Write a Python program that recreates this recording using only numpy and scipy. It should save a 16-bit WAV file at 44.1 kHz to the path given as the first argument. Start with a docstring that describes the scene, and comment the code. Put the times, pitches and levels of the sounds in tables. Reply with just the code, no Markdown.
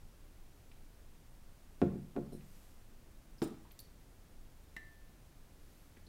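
"""Small sounds at a quiet bar

One microphone near the counter of a quiet room; ventilation rumbles under its soft hiss.
A bartender stows a small bottle on the wooden shelf below, grazing its neighbour, and a sleeve brushes
past. He knocks a steel jigger on the bar mat, ticks it against a tumbler and taps the last drop out,
so the glass rings briefly. Each knock drives the modes of the thing struck, and the room answers."""
import sys
import numpy as np
from scipy import signal
from scipy.fft import rfft, irfft
from scipy.io import wavfile

SR = 44100
rng = np.random.default_rng(int(sys.argv[2]) if len(sys.argv) > 2 else 0)


def store_wav(level_fs):
    """Save 16-bit WAV to argv[1]."""
    pcm = np.round(np.clip(np.atleast_2d(level_fs), -1, 1) * 32767)
    wavfile.write(sys.argv[1], SR, pcm.T.astype(np.int16))


N = 268348
RING_TIME = np.arange(SR) / SR
HALF_OCTAVES_HZ = 80 * 2 ** (np.arange(16) / 2)


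def from_db(db):
    """Decibels to gain."""
    return 10 ** (np.asarray(db) / 20)


def unit_rms(x):
    """Scale to unit power."""
    return x / np.sqrt(np.mean(x ** 2) + 1e-20)


def at_hz(rows, hz, column=1):
    """Read a column of a table on a log-frequency axis."""
    rows = np.array(rows)
    return np.interp(np.log(hz + 1e-9), np.log(rows[:, 0]), rows[:, column])


def add(track, time_s, sound):
    """Mix a sound into a track at a time."""
    start = round(time_s * SR)
    track[start:start + len(sound)] += sound[:max(N - start, 0)]


def decay(t60):
    """One second of exponential decay, falling 60 dB in t60 seconds."""
    return from_db(-60 * RING_TIME / t60)


def burst(hz, octaves, t60):
    """Dying band noise whose energy is that of its envelope."""
    edges_hz = np.minimum(hz * 2 ** (np.array([-.5, .5]) * octaves), [.44 * SR, .48 * SR])
    bandpass = signal.butter(2, edges_hz, "band", fs=SR, output="sos")
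    band = signal.sosfilt(bandpass, rng.standard_normal(2 * SR))[SR:]
    envelope = decay(t60)
    return unit_rms(band * envelope) * np.sqrt(np.mean(envelope ** 2))


def coloured_noise(spectrum):
    """Steady noise with a given spectrum; rms 1."""
    hz = np.arange(N // 2 + 1) * SR / N
    white = rfft(rng.standard_normal(N))
    return unit_rms(irfft(white * from_db(at_hz(spectrum, hz)), N))


def stroke(peak_s, swell_s, fade_s):
    """Speed of a slide: 1 at its peak, 1/e at swell_s before and fade_s after."""
    t = np.arange(N) / SR - peak_s
    return np.exp(-(t / np.where(t < 0, swell_s, fade_s)) ** 2)


def struck(contacts, modes, crack):
    """Contacts drive a body with a few clear modes and a crowd of short ones, its crack."""
    force = np.zeros(N)
    impulse = signal.unit_impulse(SR // 20) + 1e-18
    for time_s, db, bright_hz, lowest_hz in contacts:
        # a soft contact lasts longer and is dull
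        pole = np.exp(-2 * np.pi * bright_hz / SR)
        pulse = signal.lfilter([(1 - pole) ** 2], [1, -2 * pole, pole ** 2], impulse)
        # a blow near a support hardly moves the low modes
        pulse = signal.lfilter(*signal.butter(1, lowest_hz, "high", fs=SR), pulse)
        add(force, time_s, from_db(db) * pulse)
    clear = sum((-1) ** k * from_db(db) * np.sin(2 * np.pi * hz * RING_TIME) * decay(t60)
                for k, (hz, db, t60) in enumerate(modes))
    crowd = sum(from_db(at_hz(crack, hz)) * burst(hz, octaves=0.38, t60=at_hz(crack, hz, column=2))
                for hz in HALF_OCTAVES_HZ)
    return signal.fftconvolve(force, clear + crowd)[:N]


# the empty room at the microphone: (frequency [Hz], relative density [dB])
ROOM_TONE_SPECTRUM = [(8.8, -31.5), (15, 4), (29, -6.5), (59, -13.5), (118, -18.5), (177, -22.5),
                      (290, -25), (355, -27), (504, -32), (549, -31), (900, -35.5), (3050, -42.5),
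                      (3960, -43.5), (13400, -46.5), (15500, -48.5)]


def room_tone(level_db=-55.5):
    """Ventilation rumbles steadily under the microphone's own hiss."""
    return from_db(level_db) * coloured_noise(ROOM_TONE_SPECTRUM)


# rim, fingers and bottle: (time [s], starting level [dB], centre [Hz], width [octaves])
SMALL_TICKS = [(0.715, -61, 2380, 1), (2.409, -65, 2100, 1), (3.383, -63.5, 5060, 0.22),
               (3.651, -61, 990, 0.49), (3.71, -61, 3000, 0.85), (3.718, -56.5, 12900, .5),
               (3.791, -46, 10000, 2.5), (3.7924, -54, 4440, 0.2), (3.802, -50, 11300, 0.54),
               (5.968, -61, 2000, 1), (6.067, -63, 4220, 0.19)]


def ticks():
    """Tiny contacts around the counter, damped by the hand; the broad ones die soonest."""
    out = np.zeros(N)
    for time_s, db, hz, octaves in SMALL_TICKS:
        width_hz = hz * octaves
        t60 = 0.071 * (940 / width_hz) ** 0.32
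        add(out, time_s, from_db(db) * burst(hz, octaves, t60))
    return out


# bottle on wood: (time [s], strength [dB], brightness [Hz], lowest driven [Hz])
BOTTLE_KNOCKS = [(1.8168, 1.5, 3300, 60), (1.828, -4, 1000, 250), (1.908, -12, 355, 60),
                 (1.948, -10.5, 296, 90), (2.156, -18.5, 900, 200), (2.164, -6, 2290, 400),
                 (2.178, -6, 790, 450), (2.322, -18, 740, 150), (2.341, -17.5, 447, 120)]
# the board's clear modes: (frequency [Hz], gain [dB], t60 [s])
BOARD_MODES = [(80, -39, 0.6), (145, -33, 0.3), (190, -33.5, 0.4), (224, -30.5, 0.12), (280.7, -34, 0.2),
               (351.5, -26.5, 0.21), (395, -30, 0.11), (423, -46.5, 0.48), (487.3, -32, 0.089),
               (538, -35, 0.093), (570, -38, 0.1), (640, -47, 0.18), (698, -45.5, 0.13), (868, -49, 0.17),
               (1090, -65, 0.16), (1428, -47.5, 0.1)]
# its short modes: (frequency [Hz], gain per half octave [dB], t60 [s])
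BOARD_CRACK = [(100, -40, 0.25), (308, -29.5, 0.16), (576, -35, 0.093), (1010, -54.5, 0.1),
               (2580, -49.5, 0.05), (4450, -65, 0.092), (9000, -52, 0.16), (15000, -58, .06)]


def bottle_on_shelf():
    """Down under the counter, the bottle knocks the wooden shelf into its low modes."""
    return struck(BOTTLE_KNOCKS, BOARD_MODES, BOARD_CRACK)


# resonances of the grazed bottles: (frequency [Hz], width [octaves], relative level [dB])
BOTTLE_RESONANCES = [(4140, .03, -6.5), (5350, 0.063, -5), (8400, .04, -12), (9050, 0.045, 1),
                     (10300, .04, -4), (13100, .05, -2)]


def bottle_graze(level_db=-66):
    """On the shelf, the bottle slides against its neighbour: friction sings in narrow resonances."""
    friction = rng.standard_normal(N)
    singing = np.zeros(N)
    for hz, octaves, db in BOTTLE_RESONANCES:
        resonator = signal.iirpeak(hz, Q=1 / (octaves * np.log(2)), fs=SR)
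        singing += from_db(db) * unit_rms(signal.lfilter(*resonator, friction))
    speed = stroke(peak_s=2.332, swell_s=0.011, fade_s=0.041)
    return from_db(level_db) * speed * unit_rms(singing)


# sweeps of the arm: (fastest moment [s], level [dB])
ARM_SWEEPS = [(2.57, -69.5), (5.76, -74)]
# rubbing cotton: (frequency [Hz], relative density [dB])
COTTON_SPECTRUM = [(500, 1), (3000, -3), (8000, -2), (11000, -3.5), (13000, 1), (15500, -14)]


def sleeve():
    """Cotton slides as the arm comes up from under the counter, and again as it reaches for the shaker."""
    speed = sum(from_db(db) * stroke(peak_s, swell_s=0.19, fade_s=0.22) for peak_s, db in ARM_SWEEPS)
    return speed * coloured_noise(COTTON_SPECTRUM)


# jigger and hands on the mat: (time [s], strength [dB], brightness [Hz], lowest driven [Hz])
COUNTER_KNOCKS = [(3.4188, 6, 9000, 219), (3.4255, -4.5, 1500, 300), (3.456, -6, 1500, 300),
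                  (3.512, -12, 1200, 300), (5.968, -25.5, 900, 250), (6.065, -25, 915, 250)]
# clear modes of mat and counter top: (frequency [Hz], gain [dB], t60 [s])
COUNTER_MODES = [(227, -29.5, 0.055), (278, -43.5, 0.28), (322, -36, 0.22), (351.6, -29.5, 0.093),
                 (433.4, -41, 0.14), (595, -51, 0.12), (804, -61.5, 0.31), (1282, -62.5, 0.25),
                 (1770, -72.5, 0.27), (2420, -65, 0.19)]
# their short modes: (frequency [Hz], gain per half octave [dB], t60 [s])
COUNTER_CRACK = [(100, -45.5, 0.06), (300, -44, 0.084), (693, -53, 0.2), (1950, -62, 0.063),
                 (4430, -49, 0.029), (7000, -72, 0.035), (15000, -66, .04)]


def bar_mat():
    """Up on the counter, jigger and hands thud on the mat and the top beneath it."""
    return struck(COUNTER_KNOCKS, COUNTER_MODES, COUNTER_CRACK)


# steel rattling as it lands: (time [s], strength [dB], brightness [Hz], lowest driven [Hz])
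STEEL_TOUCHES = [(3.42, -3, 9000, 1000), (3.4245, 2, 12000, 1000), (3.436, -2, 15000, 4000),
                 (3.44, -1, 15000, 4000), (3.458, -17, 8000, 1000), (3.474, -7, 16000, 9000)]
# the cups' clear modes: (frequency [Hz], gain [dB], t60 [s])
STEEL_MODES = [(3666, -64, 0.19), (4950, -67, 0.097), (6600, -74, .08), (6740, -60, 0.057),
               (7200, -52, 0.055), (8400, -63, 0.082), (8540, -57, 0.051), (8800, -57, .09),
               (9530, -60, 0.056), (10360, -62, 0.19), (14200, -56, .05), (14850, -62, .12)]
# their short modes: (frequency [Hz], gain per half octave [dB], t60 [s])
STEEL_CRACK = [(1500, -60, 0.075), (3980, -59.5, 0.11), (9000, -57, 0.045), (15000, -53, 0.04)]


def jigger():
    """The jigger's thin steel cups ring as it lands on the mat, damped by the fingers."""
    return struck(STEEL_TOUCHES, STEEL_MODES, STEEL_CRACK)


GLASS_NOTE_HZ, GLASS_OVERTONE_HZ = 1771, 2704
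# jigger on glass: (time [s], strength [dB], brightness [Hz], lowest driven [Hz])
TUMBLER_TAPS = [(4.7652, -0.5, 14000, 80), (4.835, -23.5, 5000, 800)]
# clear modes of tumbler and held jigger: (frequency [Hz], gain [dB], t60 [s])
TUMBLER_MODES = [(GLASS_NOTE_HZ, -56.5, 0.85), (1810, -41, 0.094), (1880, -39.5, 0.041), (2050, -39, 0.05),
                 (2000, -64, 0.2), (GLASS_OVERTONE_HZ, -54, 0.1), (3000, -63, 0.089), (3850, -50, 0.017)]
# their short modes: (frequency [Hz], gain per half octave [dB], t60 [s])
TUMBLER_CRACK = [(200, -59.5, 0.1), (700, -64, 0.063), (2000, -57, 0.048), (6000, -59.5, 0.028),
                 (15000, -58, 0.021)]


def tumbler():
    """The clink reaches the microphone directly, then off the counter top and the back wall."""
    direct = struck(TUMBLER_TAPS, TUMBLER_MODES, TUMBLER_CRACK)
    out = direct.copy()
    for delay_s, db in [(.0046, -10), (.0124, -13)]:
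        add(out, delay_s, from_db(db) * direct)
    return out


# the room's reverberation: (frequency [Hz], relative density [dB], t60 [s])
ROOM_TAIL = [(101, 2.5, 0.62), (400, -3.5, 0.4), (1450, 1.5, 0.52), (4930, 0.5, 0.45), (15000, -4.5, 0.23)]


def room(x, build_s=0.0099):
    """A diffuse tail builds up over the first reflections and dies sooner in the treble."""
    tail = np.zeros(SR)
    for hz in HALF_OCTAVES_HZ:
        gain = np.sqrt(hz) * from_db(at_hz(ROOM_TAIL, hz))  # higher bands are wider
        tail += gain * burst(hz, octaves=0.52, t60=at_hz(ROOM_TAIL, hz, column=2))
    tail *= 1 - np.exp(-(RING_TIME / build_s) ** 2)
    return signal.fftconvolve(x, tail / np.sqrt(np.sum(tail ** 2)))[:N]


def scene():
    """Wood, steel and glass heard from close by, in mono, well above the room's reverberation."""
    shelf = bottle_on_shelf() + bottle_graze()
    mat = bar_mat()
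    steel_and_ticks = jigger() + ticks()
    clink = tumbler()
    direct = shelf + mat + steel_and_ticks + clink
    into_room = (from_db(-12.5) * shelf + from_db(-13) * mat
                 + from_db(-11) * steel_and_ticks + from_db(-14) * clink)
    return (direct + room(into_room) + sleeve() + room_tone())[None]


def record(dry, cutoff_hz=15800):
    """A steep low-pass cuts the top of the microphone's signal."""
    return signal.sosfilt(signal.ellip(12, .1, 70, cutoff_hz, fs=SR, output="sos"), dry)


dry = scene()
out = record(dry)
store_wav(out)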